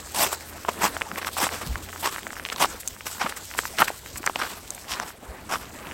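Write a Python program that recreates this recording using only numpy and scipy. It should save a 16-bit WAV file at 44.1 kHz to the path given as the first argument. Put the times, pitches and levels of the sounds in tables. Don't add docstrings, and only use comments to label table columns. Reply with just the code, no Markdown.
import sys
import numpy as np
from scipy import signal
from scipy.fft import rfft, irfft, next_fast_len
from scipy.io import wavfile
from scipy.ndimage import uniform_filter1d

SR = 44100
rng = np.random.default_rng(int(sys.argv[2]) if len(sys.argv) > 2 else 0)


def persist_wave(psi):
    counts = np.round(np.clip(psi, -1, 1) * 32767).astype(np.int16)
    wavfile.write(sys.argv[1], SR, np.atleast_2d(counts).T)


N = 261513
TIME = np.arange(N) / SR
TOP_HZ = 16000

# full load in seconds, rise in seconds, fall in seconds, crust in dB,
# grit in dB, powder in dB, crust pitch in Hz, typical strength in dB of the push-off lumps before it.
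FOOTFALLS = [(.229, 0.083, 0.046, -21.5, -23.5, -21.5, 902.3, -33),
             (0.846, 0.038, .037, -17.5, -24, -25, 1058, -29),
             (1.433, 0.051, 0.046, -22, -25.5, -26.5, 1001, -17),
             (2.06, 0.03, .035, -21, -28.5, -30, 1012, -25.5),
             (2.623, .027, 0.035, -17, -21, -26, 988, -19.5),
             (3.216, 0.016, 0.034, -23, -30.5, -43, 1117, -27.5),
             (3.811, 0.0218, 0.018, -18.5, -32, -26.5, 1197, -23),
             (4.421, .03, 0.055, -26, -38.5, -43.5, 1302, -27),
             (4.922, 0.04, 0.03344, -33, -29.5, -47, 1102, -32.5),
             (5.535, 0.041, 0.034, -23.5, -30.5, -35, 1056, -40)]
# frequency in Hz, relative level in dB.
CRUST_COLOUR = [(60, -25.5), (160, -12.5), (300, -10), (520, -8), (760, -2), (1080, 0.5), (1400, -6.5),
                (2200, -12.5), (3500, -18.5), (8000, -67)]


def undb(db):
    return 10 ** (np.asarray(db) / 20)


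def unit(x):
    return x / np.sqrt(np.mean(x ** 2))


def curves(table):
    s, *columns = np.transpose(table)
    return [np.interp(TIME, s, c) for c in columns]


def add(track, s, sound):
    i = max(int(s * SR), 0)
    track[i:i + len(sound)] += sound[:max(N - i, 0)]


def colour(x, points, size=8192):
    hz, db = np.transpose(points)
    f = np.maximum(np.arange(size // 2 + 1) * SR / size, 1)
    log_gain = np.log(undb(np.interp(np.log(f), np.log(hz), db)))
    cepstrum = irfft(log_gain)
    cepstrum[1:size // 2] *= 2
    cepstrum[size // 2 + 1:] = 0
    response = irfft(np.exp(rfft(cepstrum)))
    return unit(signal.fftconvolve(x, response)[:N])


def walk(rate):
    k = max(int(SR / rate), 1)
    held = np.repeat(rng.standard_normal(N // k + 1), k)
    return unit(uniform_filter1d(held, k)[:N])


def fractures(rate, spread_db):
    size = undb(spread_db * np.minimum(rng.exponential(size=N), 4))
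    struck = rng.random(N) < rate / SR
    return struck * size * rng.choice([-1, 1], N)


def wavelet(hz, cycles):
    half = int(2 * SR * cycles / hz * 2)
    turns = np.arange(-half, half + 1) * hz / SR
    return np.exp(-.5 * (turns / cycles) ** 2) * np.sin(2 * np.pi * (turns + rng.random()))


def patchy(x, depth_db, rate, count=16):
    size = next_fast_len(N, True)
    spectrum, out = rfft(x, size), np.zeros(N)
    log_hz = np.log1p(np.arange(len(spectrum)) * SR / size)
    place = np.interp(log_hz, np.log([300, TOP_HZ]), [0, count - 1])
    for k in range(count):
        band = irfft(spectrum * np.maximum(1 - np.abs(place - k), 0), size)[:N]
        out += band * undb(depth_db * walk(rate))
    return unit(out)


def swell(s, width_s):
    return np.exp(-.5 * ((TIME - s) / width_s) ** 2)


def stride():
    return sum(swell(s + 0.036, width_s=0.059) for s, *_ in FOOTFALLS)


def coat():
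    # frequency in Hz, relative level in dB.
    coat_colour = [(400, -24), (1500, -4), (3000, 1), (4200, 3), (5200, 2.5), (6500, 2.5), (8100, 6.5),
                   (9600, -3), (12500, 0), (16000, -5)]
    # time in seconds, level in dB.
    coat_course = [(0.0, -45), (0.2, -39.5), (0.51, -45.5), (1.24, -45), (1.39, -42), (2.36, -46),
                   (2.69, -43.5), (2.89, -45.5), (3.1, -49), (3.24, -46.5), (3.6, -40), (3.75, -41),
                   (3.96, -46), (4.94, -46), (5.1, -53.5), (5.33, -53), (5.66, -51), (5.93, -49)]
    trim_db, stride_db = -.5, 5
    level_db = curves(coat_course)[0] + stride_db * stride() + trim_db
    cloth = patchy(colour(fractures(rate=6500, spread_db=4.0), coat_colour), depth_db=2.5, rate=25)
    return cloth * undb(level_db + 2.07 * walk(70))


def shuffle():
    # frequency in Hz, relative level in dB.
    shuffle_colour = [(70, -8), (130, -6), (220, 2), (450, -0.5), (900, -2), (1500, -5.5), (2300, -11),
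                      (5000, -24.5)]
    # time in seconds, level in dB.
    shuffle_course = [(0, -47), (.5, -47.5), (.95, -44), (1.35, -47.5), (1.75, -44.5), (2.0, -51),
                      (2.65, -46), (2.95, -53.5), (3.7, -48.5), (4.03, -52.5), (4.28, -47), (4.6, -51),
                      (5.0, -48), (5.2, -53), (5.33, -46.5), (5.7, -50), (5.93, -42.5)]
    trim_db, stride_db = 3.5, 2.5
    level_db = curves(shuffle_course)[0] + stride_db * stride() + trim_db
    loose_snow = patchy(colour(rng.standard_normal(N), shuffle_colour), depth_db=3.0, rate=50)
    return loose_snow * undb(level_db + 2.0 * walk(45))


def crackle():
    # frequency in Hz, relative level in dB.
    crackle_colour = [(300, -13), (900, -13), (1700, -3), (3000, -6), (7000, -30), (16000, -18)]
    # time in seconds, level in dB.
    crackle_course = [(0, -59), (1.2, -59), (2.4, -49), (3.0, -55.5), (4.4, -62), (5.25, -63),
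                      (5.93, -47.5)]
    specks = colour(fractures(rate=110, spread_db=3.8), crackle_colour)
    return patchy(specks, depth_db=5.0, rate=110) * undb(curves(crackle_course)[0])


def air():
    # frequency in Hz, relative level in dB.
    air_colour = [(20, -22), (38, -5.5), (55, 1.5), (90, -3), (130, -6), (250, -14), (1000, -38.5)]
    # centre in seconds, half width in seconds, lift over the rumble in dB.
    air_puffs = [(1.73, 0.13, 7.5), (2.78, 0.078, 3), (4.129, 0.045, 4.5), (5.75, .2, 4)]
    level_db = -52.5 + sum(db * swell(s, width) for s, width, db in air_puffs)
    return colour(rng.standard_normal(N), air_colour) * undb(level_db + 2.2 * walk(15))


def engine():
    # time in seconds, firing rate in Hz, level in dB.
    engine_course = [(0, 78.3, -51), (.8, 82, -51), (1.3, 82.5, -50), (2.0, 86.8, -48), (2.15, 88.5, -61),
                     (3.1, 91, -56.5), (5.93, 91, -64.5)]
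    hz, db = curves(engine_course)
    note = unit(np.sin(2 * np.pi * np.cumsum(hz) / SR))
    return note * undb(db + 0.43 * walk(6.7))


def load(full, rise, fall, edge_db, release_s):
    near = np.abs(TIME - full) < .25
    t = TIME[near] - full
    outside = np.maximum(np.maximum(-rise - t, t - fall), 0)
    press_db = np.interp(t, [-rise, 0, fall], [edge_db, 0, edge_db])
    gain = np.zeros(N)
    gain[near] = undb(press_db) * np.exp(-outside / release_s)
    return gain


def metered(x, size=900):
    return unit(x / np.sqrt(uniform_filter1d(x ** 2, size) + 1e-9))


def contacts():
    # full load in seconds, length in seconds, crust in dB, powder in dB, crust pitch in
    # Hz.
    light_contacts = [(.33, .032, -31.5, -27.5, 941), (0.689, 0.023, -24.5, -35.5, 911.6),
                      (1.182, 0.026, -26, -34, 1030), (1.221, .022, -29, -43, 1203),
                      (1.272, 0.032, -28.5, -31, 1212), (1.379, 0.025, -29.5, -30, 1190),
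                      (1.542, 0.077, -34, -40, 1085), (1.62, 0.034, -30.5, -40.5, 1132),
                      (2.008, 0.046, -50, -34.5, 1073), (2.131, .05, -38, -45, 1419),
                      (2.527, 0.018, -29.5, -34, 1393), (2.806, 0.01643, -55.5, -32, 1270),
                      (3.068, 0.026, -31.5, -30, 1261), (3.123, 0.15, -43, -36.5, 1244),
                      (3.263, 0.025, -24, -59, 1105), (3.295, 0.013, -35, -31.5, 1408),
                      (3.372, 0.021, -39.5, -30.5, 1367), (3.586, 0.034, -32.5, -28, 1499),
                      (3.789, 0.032, -28.5, -35, 1688), (3.845, 0.024, -30.5, -30, 1369),
                      (3.881, 0.017, -25.5, -31, 1490), (4.18, 0.015, -50.5, -31, 1504),
                      (4.395, 0.0231, -32.5, -39, 1380), (4.51, .12, -47.5, -44, 1215),
                      (4.966, 0.055, -33.5, -60, 1218), (5.026, 0.016, -25.5, -44, 1013),
                      (5.084, 0.069, -44, -41, 1122)]
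    footfalls = [step[:-1] for step in FOOTFALLS]
    lag_s, roll = .09, (.03, .08, -43, -49, -58, 1302.3)
    rolls = [(s + lag_s, *roll) for s, *_ in FOOTFALLS]
    rise_share = .4
    grit_offset_db = -2
    scuffs = []
    for s, length, crust_db, powder_db, hz in light_contacts:
        grit_db = (crust_db + powder_db) / 2 + grit_offset_db
        rise, fall = rise_share * length, (1 - rise_share) * length
        scuffs.append((s, rise, fall, crust_db, grit_db, powder_db, hz))
    return footfalls + rolls + scuffs


def crunches():
    # frequency in Hz, relative level in dB.
    grit_colour = [(500, -44), (1500, -5.5), (2700, -1), (3500, -1.5), (4300, -4.5), (5400, -0.5),
                   (6600, -7.5), (9000, -13), (16000, -28)]
    powder_colour = [(1000, -29), (4500, -9), (6500, -2), (8000, 6), (9600, -3.5), (13000, 0),
                     (14200, -3.5), (15700, -8)]
    crust_hz = 1000
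    loads, pitch_sum, weight = np.zeros((3, N)), np.full(N, 1e-6 * crust_hz), np.full(N, 1e-6)
    for full, rise, fall, *db, hz in contacts():
        press = undb(db)[:, None] * load(full, rise, fall, edge_db=-12.5, release_s=.004)
        packing = np.clip((TIME - full) / (rise + fall), -1, 1)
        loads += press
        pitch_sum += press[0] * hz * (1 + .15 * packing)
        weight += press[0]
    crust = patchy(colour(fractures(rate=1400, spread_db=3.0), CRUST_COLOUR), depth_db=2.5, rate=70)
    speed = pitch_sum / weight / crust_hz
    crust = np.interp(np.cumsum(speed) % N, np.arange(N), crust)
    grit = patchy(colour(fractures(rate=2600, spread_db=2.0), grit_colour), depth_db=3.0, rate=64)
    powder = patchy(colour(fractures(rate=5900, spread_db=0.5), powder_colour), depth_db=3.0, rate=70)
    jerks = undb(1.85 * walk(260))
    grains = [metered(layer * jerks) for layer in (crust, grit, powder)]
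    return (loads * grains).sum(axis=0)


def push_off_lumps(count):
    lead_s, spread_s = .17, 0.097
    s, *_, db = np.repeat(FOOTFALLS, count, axis=0).T
    when, strength, pitch = rng.standard_normal((len(s), 3)).T
    times = s - lead_s + spread_s * when
    pitches = 1560 * 2 ** (0.31 * pitch)
    return list(zip(times, db + 1.5 * strength, pitches))


def snaps():
    # time in seconds, strength in dB, pitch in Hz.
    set_lumps = [(.2267, -13, 1030), (.2656, -14.5, 2560), (.3295, -14, 920), (.6502, -15.5, 1150),
                 (.6859, -10.5, 1010), (.6895, -7.5, 844), (.9675, -12.5, 1470), (1.0184, -6, 1907),
                 (1.159, -15.5, 1930), (1.2476, -13, 2100), (1.3687, -15.5, 1070), (1.4684, -9.5, 890),
                 (1.4911, -15.5, 1712), (1.7572, -12.5, 1500), (1.9611, -21.5, 1250), (2.1623, -17, 1480),
                 (2.1833, -17.5, 1490), (2.2684, -15.5, 1720), (2.3978, -17, 1620), (2.4517, -13, 2640),
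                 (2.4619, -18, 2394), (2.4883, -18, 2720), (2.5007, -14, 2904), (2.5209, -18, 2110),
                 (2.5618, -15.5, 3477), (2.5833, -17, 2608), (2.6464, -6, 945), (3.0085, -23, 2053),
                 (3.2169, -13.5, 1332), (3.2665, -13, 1069), (3.2942, -22, 1580), (3.3241, -17, 1560),
                 (3.5899, -2, 1697), (3.6547, -14, 1500), (3.786, -9, 2927), (3.7934, -12, 2795),
                 (3.8062, -8, 1698), (3.8202, 1, 1180), (3.8223, -0.5, 1278), (3.8268, -3.5, 1349),
                 (3.8826, -12, 1830), (3.904, -17, 684), (4.0613, -23.5, 1809), (4.1593, -21, 1750),
                 (4.2312, -22, 2360), (4.2417, -18, 1400), (4.2669, -8.5, 1430), (4.2754, -3.5, 1650),
                 (4.2979, -12.5, 991), (4.3589, -10, 2330), (4.3604, -15.5, 800), (4.4164, -12, 1532),
                 (4.423, -18, 1402), (4.7801, -26.5, 2324), (4.9207, -16, 2895), (4.9373, -13.5, 3049),
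                 (4.9998, -12, 1452), (5.0359, -20.5, 1250), (5.1052, -24.5, 1363), (5.5575, -16, 1180),
                 (5.9129, -23, 2140)]
    # frequency in Hz, relative level in dB.
    splinter_colour = [(400, -34), (1500, 1), (3000, -4.5), (5500, -1.5), (8000, -14), (16000, -57)]
    breaks, settling, spray = np.zeros(N), np.zeros(N), np.zeros(N)
    after = TIME[:SR // 20]
    for s, db, hz in list(set_lumps) + push_off_lumps(count=5):
        swing = undb(db) * wavelet(hz, cycles=0.45)
        add(breaks, s - len(swing) / 2 / SR, swing)
        edge = undb(db - 13) * wavelet(hz=2720, cycles=0.75)
        add(breaks, s - 0.54 / hz - len(edge) / 2 / SR, edge)
        add(settling, s, undb(db) * np.exp(-after / 0.0042))
        add(spray, s - .0004, undb(db) * (hz / 2200) ** 2 * np.exp(-after / 0.0012))
    crumbs = settling * patchy(colour(rng.standard_normal(N), CRUST_COLOUR), depth_db=4.0, rate=80)
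    splinters = spray * colour(rng.standard_normal(N), splinter_colour)
    return undb(-0.67) * breaks + undb(-18.5) * crumbs + undb(-15.0) * splinters


def bumps():
    # time in seconds, strength in dB, pitch in Hz.
    low_bumps = [(0.839, -29, 165), (1.134, -29.5, 210), (1.675, -29, 150.4), (1.71, -22.5, 60.97),
                 (1.742, -31, 61.95), (2.75, -40, 65), (2.928, -42, 79.9), (3.248, -26, 234),
                 (3.822, -20, 298.4), (3.83, -36.5, 142.7), (4.15, -37.5, 58.3), (4.205, -32, 300.4),
                 (4.93, -40.5, 62.03), (5.302, -33, 62)]
    out = np.zeros(N)
    for s, db, hz in low_bumps:
        swing = undb(db) * wavelet(hz, cycles=0.7)
        add(out, s - len(swing) / 2 / SR, swing)
    return out * undb(3.54 * walk(200))


def chips():
    # time in seconds, peak of the first ring in dB, pitch in Hz.
    ice_chips = [(2.876, -10, 7100), (2.883, -17, 7200), (4.174, -21, 8438), (4.2629, -10, 6430),
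                 (4.705, -15.5, 7200), (4.7487, -23.5, 7920), (4.999, -17, 5490)]
    t60_s = 0.0089
    out, t = np.zeros(N), TIME[:SR // 20]
    for s, db, hz in ice_chips:
        octaves = np.log2(np.maximum(np.fft.rfftfreq(len(t), 1 / SR), 1) / hz)
        cluster = 1 / (1 + (octaves / 0.34) ** 2) * (octaves > -1.3)
        modes = irfft(rfft(rng.standard_normal(len(t))) * cluster, len(t))
        ring = modes * np.exp(-np.log(1000) * t / t60_s)
        ring *= undb(db) / np.abs(ring).max()
        add(out, s, ring)
        add(out, s + .0008, 0.35 * ring)
    return out


def scene():
    surroundings = coat() + shuffle() + crackle() + air() + engine()
    return (surroundings + crunches() + snaps() + bumps() + chips())[None]


def record(dry):
    return signal.sosfilt(signal.ellip(10, .2, 80, TOP_HZ, fs=SR, output="sos"), dry)


dry = scene()
out = record(dry)
persist_wave(out)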